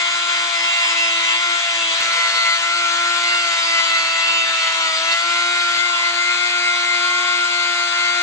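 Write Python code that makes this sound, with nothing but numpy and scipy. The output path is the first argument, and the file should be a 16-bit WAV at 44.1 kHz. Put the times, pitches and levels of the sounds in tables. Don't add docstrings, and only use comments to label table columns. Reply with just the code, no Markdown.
import sys
import numpy as np
from scipy import signal
from scipy.io import wavfile

SR = 44100
rng = np.random.default_rng(int(sys.argv[2]) if len(sys.argv) > 2 else 0)


def store_wav(level_fs):
    pcm = np.round(np.clip(np.atleast_2d(level_fs), -1, 1) * 32767)
    wavfile.write(sys.argv[1], SR, pcm.T.astype(np.int16))


N = 362502
STEP = 16
TIME = np.arange(N) / SR
SLOW_TIME = np.arange(N // STEP + 2) * STEP / SR
MAINS_RIPPLE_HZ = 120
CRUISE_HZ = 348


def whine(angle, pressure, swell, shade_hz, shade_db, shift_hz, shift_db,
          rough_rate=30, sideband_follow=0.45, shade_width_hz=220, shift_width_hz=200,
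          waver_db=1.1, waver_rate=9, grain_roughness=.42, sideband_roughness=.45,
          tooth_ripple=.36, squeal_ripple=.2, squeal_rough_share=.3):
    speed = shaft_speed()
    ripple = np.exp(2j * np.pi * MAINS_RIPPLE_HZ * SLOW_TIME)
    turn = np.exp(1j * angle)
    carrier, out = 1, np.zeros((2, N))
    for k, (db, lower_db, upper_db) in enumerate(motor_orders(), 1):
        carrier = carrier * turn
        hz = k * speed
        shade = shade_db * np.exp(-((hz - shade_hz) / shade_width_hz) ** 2)
        shift = shift_db * np.exp(-((hz - shift_hz) / shift_width_hz) ** 2)
        grip = from_db(shade + shift)

        motor = grip * from_db(db + swell.get(k, 0) + waver_db * drift(waver_rate))
        chatter = chatter_power(hz, pressure) * grip ** 2
        squeal = squeal_power(hz)
        teeth = np.sqrt(chatter + squeal_rough_share * squeal)
        envelope = np.sqrt(motor ** 2 + chatter + squeal) + grain_roughness * teeth * flutter(rough_rate)

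        swing = ripple * np.exp(2j * np.pi * rng.random())
        cut_ripple = np.sqrt(tooth_ripple ** 2 * chatter + squeal_ripple ** 2 * squeal)
        follow_db = sideband_follow * swell[k] if k in (4, 6) else 0
        for side_db, offset in ((lower_db, -swing.conj()), (upper_db, swing)):
            strength = np.hypot(grip * from_db(side_db + follow_db), cut_ripple)
            grain = 1 + sideband_roughness * pressure * flutter(rough_rate)
            envelope = envelope + strength * grain * offset * np.exp(.5j * drift(2.4))
        start_phase = np.exp(2j * np.pi * rng.random())
        out += tone(envelope * start_phase, carrier, hz.mean())
    return out


# t/s, turns per second
SHAFT_SPEED = [(0.0, 343.7), (0.46, 344.3), (0.58, 339.3), (0.78, 342.3), (0.94, 337.6), (1.32, 335.4),
               (1.42, 345.5), (1.66, 342.0), (1.92, 331.8), (1.98, 337.0), (2.58, 338.6), (2.78, 344.6),
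               (2.88, 342.1), (3.36, 345.7), (3.56, 336.9), (4.08, 331.6), (4.28, 334.5), (4.68, 328.4),
               (4.8, 330.8), (4.92, 322.9), (5.24, 341.8), (5.52, 348.6), (5.78, 344.5), (5.86, 350.2),
               (5.96, 342.7), (6.46, 350.8), (6.82, 347.5), (7.24, 350.7), (7.92, 346.5), (8.2, 349.9)]


def shaft_speed(when=SLOW_TIME):
    return in_time(SHAFT_SPEED, when)[0]


# multiple of shaft speed, level/dB, lower and upper sideband level/dB
MOTOR_TONES = [(1, -40.5, -86.5, -60), (2, -36.5, -60, -52), (3, -40.5, -58, -45.5), (4, -23, -43.5, -33.5),
               (5, -39.5, -52.5, -38), (6, -26.5, -40.5, -30.5), (7, -33, -37.5, -40),
               (8, -41.5, -42, -37.5), (9, -32.5, -44.5, -31.5), (10, -36, -38, -35.5),
               (11, -45.5, -47, -36), (12, -35, -42.5, -42), (13, -41, -41, -36), (14, -46.5, -43, -40)]
# f/Hz, level/dB
TREBLE_TONES = [(5200, -50.5), (6600, -48.5), (7200, -45.5), (8350, -62)]


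def motor_orders(count=24, lower_sideband_db=-5, upper_sideband_db=-2.5):
    treble = at_hz(TREBLE_TONES, CRUISE_HZ * np.arange(len(MOTOR_TONES) + 1, count + 1))
    low = [row[1:] for row in MOTOR_TONES]
    return low + [(db, db + lower_sideband_db, db + upper_sideband_db) for db in treble]


# start t/s, end t/s, extra level/dB on the 4th, extra level/dB on the 6th
MOTOR_SURGES = [(0.08, 0.463, 3.5, -4.5), (0.496, 0.718, 0, -2), (1.415, 1.58, 4, -2),
                (1.777, 2.016, -0.5, -13), (2.17, 2.283, 2.5, 5.5), (2.37, 2.55, 2.5, 4),
                (2.578, 2.628, -10, -13), (2.72, 3.213, 0.5, -4.5), (4.452, 5.053, 0.5, -4),
                (5.225, 5.7, 1.5, -0.5)]
# t/s, half-length/s, level/dB
LOWEST_DIPS = [(0.2, 0.35, -7), (0.53, 0.04, -8), (0.77, 0.096, -14), (1.43, 0.04, -9), (1.65, 0.08, -19),
               (1.98, 0.036, -12), (2.2, 0.11, -14.5), (2.52, 0.17, -11), (3.58, 0.063, -10),
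               (4.18, 0.1, -6), (4.64, 0.1, -8), (5.19, 0.045, -13), (6.0, 0.08, -5)]


def swell_db(speed, lowest_db, third_db, fourth_db, edge_s=0.013):
    sag = CRUISE_HZ - speed
    surge_fourth, surge_sixth = sum(np.outer(db, gate(start, end, edge_s)) for start, end, *db in MOTOR_SURGES)
    lowest = lowest_db + bumps_db(LOWEST_DIPS) - 0.31 * sag
    fourth = fourth_db + surge_fourth - 0.28 * sag
    sixth = surge_sixth - 0.15 * sag
    return {1: lowest, 3: third_db, 4: fourth, 6: sixth}


# f/Hz, relative level/dB
CHATTER_SHAPE = [(340, -56.5), (680, -24), (1020, -7.5), (1400, -23), (1700, -14), (2050, -8), (2350, -8),
                 (2700, -9), (3050, -11), (3500, -10.5), (4100, -16), (4800, -19), (5400, -22), (6200, -20),
                 (7200, -18.5), (8500, -27)]


def chatter_power(hz, pressure, full_load_db=-28.5, load_law=0.44):
    bite = from_db(full_load_db) * pressure ** load_law
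    return (bite * from_db(at_hz(CHATTER_SHAPE, hz))) ** 2


# start t/s, end t/s, ring f/Hz, level/dB
RINGING_STROKES = [(0.36, 0.43, 4820, -35), (0.53, 0.63, 2720, -30), (0.55, 0.68, 5100, -32),
                   (0.82, 0.94, 5080, -31), (0.97, 1.1, 5050, -32), (0.63, 0.93, 2720, -23),
                   (0.7, 0.85, 4790, -37), (0.96, 1.22, 2700, -24), (1.13, 1.22, 3700, -33),
                   (1.17, 1.33, 2350, -31), (1.25, 1.35, 3020, -33), (1.26, 1.4, 2700, -24),
                   (1.55, 1.72, 2740, -31), (1.74, 1.93, 2680, -24), (2.28, 2.58, 4410, -29),
                   (2.35, 2.55, 4060, -34), (2.42, 2.55, 4740, -33), (3.27, 3.43, 2760, -27),
                   (3.25, 3.43, 4830, -30), (3.43, 3.57, 4740, -30), (3.48, 3.8, 5040, -35),
                   (3.5, 3.72, 3700, -33), (3.62, 3.9, 4700, -29.5), (3.66, 3.79, 2690, -27.5),
                   (3.74, 3.9, 3020, -30), (3.76, 4.26, 4000, -32), (3.89, 4.21, 2660, -27),
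                   (3.95, 4.5, 4660, -31.5), (4.22, 4.45, 2670, -24), (4.25, 4.43, 3000, -26),
                   (4.28, 4.65, 3660, -31), (4.46, 4.58, 3650, -29), (4.53, 4.86, 2640, -29),
                   (4.7, 5.1, 3950, -34), (4.85, 5.03, 3580, -32), (4.87, 5.0, 4870, -28.5),
                   (5.0, 5.12, 3320, -32), (5.07, 5.14, 2680, -24), (5.727, 5.786, 4810, -28),
                   (5.93, 6.0, 2750, -30), (5.93, 6.0, 3430, -31)]
# start t/s, end t/s, centre f/Hz, width f/Hz, level/dB
BURR_CATCH = (5.117, 5.137, 4250, 650, -22)


def squeal_power(hz, ring_width_hz=52, edge_s=0.025):
    rings = [(start, end, centre, ring_width_hz, db) for start, end, centre, db in RINGING_STROKES]
    power = 0
    for start, end, centre, width, db in rings + [BURR_CATCH]:
        resonance = 1 / (1 + ((hz - centre) / width) ** 2)
        power = power + (from_db(db) * gate(start, end, edge_s) * resonance) ** 2
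    return power


def load(free_hz=360, full_sag_hz=30, uneven_db=3.15, uneven_rate=12):
    sag = np.maximum(free_hz - shaft_speed(), 1)
    return sag / full_sag_hz * from_db(uneven_db * drift(uneven_rate))


# f/Hz, relative level/dB per Hz
FIBRE_NOISE = [(100, -60), (200, -42), (320, -24), (450, -25), (620, -14), (900, -7.5), (1300, 2),
               (1600, -3), (2200, 3.5), (3000, 0.5), (3800, 7.5), (4700, -1), (5500, -11.5), (7000, 1.5),
               (8500, -28)]
# t/s, half-length/s, extra level/dB
BURR_SNAGS = [(2.004, 0.07, 3), (2.2, 0.16, 3.5), (5.128, 0.016, 2), (5.757, 0.015, 3.5), (6.35, 0.031, 3)]


def rasp(angle, pressure, position_db, level_db=-29.7, load_law=0.098, turn_depth=0.42, ripple_depth=0.12):
    turn_bursts = 1 + turn_depth * np.cos(angle + full_rate(drift(6.6)))
    mains_push = 1 + ripple_depth * np.cos(2 * np.pi * MAINS_RIPPLE_HZ * TIME)
    strength = from_db(level_db + position_db + bumps_db(BURR_SNAGS)) * pressure ** load_law
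    return full_rate(strength) * rms_one(turn_bursts * mains_push) * banded_noise(FIBRE_NOISE, patchy_db=1.6)


# multiple of shaft speed, relative level/dB
FAINT_TONES = [(3.085, -45), (4.023, -41.5), (6.013, -37.5), (7.17, -44), (11.03, -45)]


def between_tones(angle, position_db, flutter_rate=0.88, level_db=-3.5, waver_db=5.0):
    speed = np.mean(shaft_speed())
    out = 0
    for ratio, db in FAINT_TONES:
        strength = from_db(level_db + position_db + db + waver_db * drift(flutter_rate))
        out = out + tone(strength, np.exp(1j * ratio * angle), ratio * speed)
    return out


# f/Hz, width f/Hz of each filter pass, relative level/dB
BLOCK_RESONANCES = [(197, 110, -13.5), (485, 47, -0.5), (620, 90, -0.5)]
# t/s, half-length/s, extra level/dB
BLOCK_SHUDDERS = [(1.62, 0.16, -2), (2.22, 0.37, 10), (3.4, 0.18, 3)]


def thrum(pressure, position_db, low_cut_hz=160, load_law=0.6):
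    low_cut = signal.butter(4, low_cut_hz, "high", fs=SR, output="sos")
    shake = signal.sosfilt(low_cut, rng.standard_normal(N))
    out = 0
    for hz, width, db in BLOCK_RESONANCES:
        b, a = signal.iirpeak(hz, hz / width, fs=SR)
        ringing = signal.lfilter(b, a, signal.lfilter(b, a, shake))
        out = out + from_db(db) * rms_one(ringing)
    strength = from_db(position_db + bumps_db(BLOCK_SHUDDERS)) * pressure ** load_law
    return full_rate(strength) * rms_one(out)


# f/Hz, relative level/dB per Hz
AIR_NOISE = [(200, -43.5), (450, -18), (900, 2), (1400, 0), (3000, -5), (5500, 0.5), (7000, 8), (8200, -9),
             (9500, -1)]
# t/s, level/dB
AIR_LOUDNESS = [(0, -35), (2.1, -35.5), (2.9, -34), (3.6, -33.5), (4.3, -38), (5.5, -33.5), (5.9, -35.5),
                (8.2, -34.5)]


def air(ripple_depth=0.043):
    level_db, = in_time(AIR_LOUDNESS, TIME)
    pulse = 1 + ripple_depth * np.cos(2 * np.pi * MAINS_RIPPLE_HZ * TIME)
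    return from_db(level_db) * pulse * banded_noise(AIR_NOISE, patchy_db=1.0)


# t/s, peak level/dB
DULL_CLICKS = [(2.008, -14), (5.777, -16.5)]


def clicks(dull_hz=1800):
    out = np.zeros(N)
    for s, db in DULL_CLICKS:
        out[round(s * SR)] = from_db(db)
    return signal.lfilter([1], [1, -np.exp(-2 * np.pi * dull_hz / SR)], out + 1e-18)


# f/Hz, relative level/dB per Hz
SHOP_NOISE = [(30, 22), (70, -2), (120, -1), (200, -14.5), (500, -1), (2000, -35)]


def shop(rumble_db=-80, hum_db=-79, hum_from_s=5.78, hiss_db=-74, hum_waver=1.0, hum_rate=25):
    waver = full_rate(1 + hum_waver * flutter(hum_rate))
    hum_wave = (waver * np.exp(2j * np.pi * MAINS_RIPPLE_HZ * TIME)).real
    hum = from_db(hum_db) * np.sqrt(2) * hum_wave * (TIME > hum_from_s)
    lumps = full_rate(from_db(9 * np.clip(drift(7), -2, 2)))
    rumble = rms_one(banded_noise(SHOP_NOISE, patchy_db=6.5, count=3) * lumps)
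    hiss_band = signal.butter(2, [13400, 15000], "band", fs=SR, output="sos")
    hiss = rms_one(signal.sosfilt(hiss_band, rng.standard_normal((2, N))))
    return from_db(rumble_db) * rumble + hum + from_db(hiss_db) * hiss


# start t/s, extra left minus right level/dB of the noise,
# f/Hz shaded by the grip, shade level/dB,
# centre f/Hz of a second region shifted by the grip, its level change/dB,
# extra level/dB of the lowest tone, the 3rd and the 4th multiple, extra rasp level/dB,
# thrum level/dB at full load, extra level/dB of the faint tones between the multiples
WORKING_POSITIONS = [(0, -0.4, 4300, -19, 3430, 0.5, -1, 4, -5.5, 5, -55.5, 4),
                     (2.005, 0.5, 3060, -2.5, 3840, -7, -2, 2, 0.3, 4, -56, 1.5),
                     (5.778, -1, 2950, -3.5, 3280, -2.5, -1.5, -2, -0.5, 2.3, -69.5, 5)]


def position():
    return np.transpose(WORKING_POSITIONS)[1:, held()]


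def held():
    return np.searchsorted([row[0] for row in WORKING_POSITIONS[1:]], SLOW_TIME)


# f/Hz, share of its power
WALL_SHARE = [(340, .02), (700, .06), (1050, .22), (1400, .03), (1750, .25), (2100, .06), (2700, .1),
              (4200, .15), (8000, .5)]
# f/Hz, left lead/rad in the first, second and third position,
# left minus right level/dB in the first, second and third position
TONE_ARRIVAL = [(340, 0, 0, 0, .5, .5, .5), (690, .7, .5, .2, 3, 3, 0), (1030, .5, 1.2, -.8, 4, 2, -2),
                (1380, 1.7, 1.1, 1.5, 6, 4, 4), (2060, 2, 1.9, 2, 2, 0, 4), (2400, 2.3, 2.2, 2.4, -2, 0, 0),
                (2720, 2.0, 5.0, 1.9, -2, -3, -3), (3060, 3.9, 2.6, 2.2, 1, 0, 2),
                (3400, 5.4, 4.3, 4.7, 3, 4, 5), (3750, 6.1, 6.8, 6.1, 3, 0, 10),
                (4100, 7.3, 4.3, 3.1, 2, 5, 13), (4750, 6.6, 4.9, 3.4, 1, -3, 8),
                (5150, 5.7, 5.6, 3.9, -1, 1, 6), (7000, 5.8, 5.8, 5.8, 5, 5, 6)]


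def tone(envelope, carrier, hz):
    scatter = np.clip(at_hz(WALL_SHARE, hz), 0, 1)
    flutter_hz = 2.5 + .001 * hz
    pitches, *columns = np.transpose(TONE_ARRIVAL)
    by_position = np.reshape([np.interp(hz, pitches, c) for c in columns], (2, -1))
    lead, balance_db = by_position[:, held()]
    left_share = 1 / (1 + from_db(-2 * balance_db))
    out = []
    for share, lag in ((left_share, 0), (1 - left_share, lead)):
        direct = np.sqrt(1 - scatter) * np.exp(-1j * lag)
        reflected = np.sqrt(scatter) * flutter(flutter_hz)
        strength = 2 * np.sqrt(share) * envelope * (direct + reflected)
        out.append((full_rate(strength) * carrier).real)
    return np.array(out)


def flutter(rate):
    return (drift(rate) + 1j * drift(rate)) / np.sqrt(2)


# f/Hz, likeness (0 to 1)
NOISE_LIKENESS = [(60, 0.59), (400, 0.81), (1000, 0.92), (2000, 0.027), (4000, 0.86), (8000, 0.71)]


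def banded_noise(spectrum, patchy_db, count=18, lead_s=.000125):
    edges = np.concatenate([[20, 70, 150], np.geomspace(280, 10500, count)])
    white, out = rng.standard_normal((2, 2, N)), np.zeros((2, N))
    for k, (low, high) in enumerate(zip(edges, edges[1:])):
        hz = np.sqrt(low * high)
        alike = np.clip(at_hz(NOISE_LIKENESS, hz), -1, 1)
        spread = np.array([[1, 1.0], [1, -2.0]]) * np.sqrt([1 + alike, 1 - alike])
        mix = sides(hz)[:, None] * spread
        band_filter = signal.butter(2, [low, high], "band", fs=SR, output="sos")
        band = signal.sosfilt(band_filter, white[k % 2])
        out += mix @ band * full_rate(from_db(at_hz(spectrum, hz) + patchy_db * drift(32)))
    out[1] = np.roll(out[1], round(lead_s * SR))
    return rms_one(out)


# f/Hz, left minus right level/dB
NOISE_BALANCE = [(60, 10), (340, 1), (700, 1.5), (1400, 2.3), (2100, 2.6), (2700, 0.5), (3400, 8.1),
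                 (4100, 12), (4800, 7.4), (7000, 9.2)]


def sides(hz):
    return rms_one(from_db(at_hz(NOISE_BALANCE, hz) * np.array([.5, -.5])))


def bumps_db(events):
    return sum(db * np.exp(-((SLOW_TIME - s) / length) ** 2) for s, length, db in events)


def gate(start, end, edge_s):
    return np.clip(np.minimum(SLOW_TIME - start, end - SLOW_TIME) / edge_s + .5, 0, 1)


def drift(rate):
    r = np.exp(-2 * np.pi * rate * STEP / SR)
    noise = rng.standard_normal(len(SLOW_TIME) + 3000)
    settled = signal.lfilter([1], [1, -2 * r, r * r], noise)[3000:]
    return rms_one(settled)


def full_rate(slow):
    lines = slow[:-1, None] + np.diff(slow)[:, None] * (np.arange(STEP) / STEP)
    return lines.ravel()[:N]


def in_time(rows, when=SLOW_TIME):
    s, *columns = np.transpose(rows)
    return [np.interp(when, s, c) for c in columns]


def at_hz(points, hz):
    pitches, values = np.transpose(points)
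    return np.interp(np.log(hz), np.log(pitches), values)


def from_db(db):
    return 10 ** (np.asarray(db) / 20)


def rms_one(x):
    return x / np.sqrt(np.mean(np.abs(x) ** 2) + 1e-20)


def scene():
    wander = .0003 * drift(19) + .0008 * drift(4)
    angle = 2 * np.pi * np.cumsum(shaft_speed(TIME) * (1 + full_rate(wander))) / SR
    (pan_db, shade_hz, shade_db, shift_hz, shift_db,
     lowest_db, third_db, fourth_db, rasp_db, thrum_db, between_db) = position()
    pressure = load()
    swell = swell_db(shaft_speed(), lowest_db, third_db, fourth_db)

    tones = whine(angle, pressure, swell, shade_hz, shade_db, shift_hz, shift_db)
    tones = tones + between_tones(angle, between_db)
    noise = rasp(angle, pressure, rasp_db) + air() + thrum(pressure, thrum_db)
    pan = from_db(full_rate(pan_db) * np.array([[.5], [-.5]]))
    low_pass = signal.cheby2(14, 55, 9750, fs=SR, output="sos")
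    tool = signal.sosfilt(low_pass, tones + noise * pan)
    return tool + clicks() + shop()


def record(dry):
    return signal.sosfilt(signal.ellip(10, .1, 80, 15000, fs=SR, output="sos"), dry)


dry = scene()
out = record(dry)
store_wav(out)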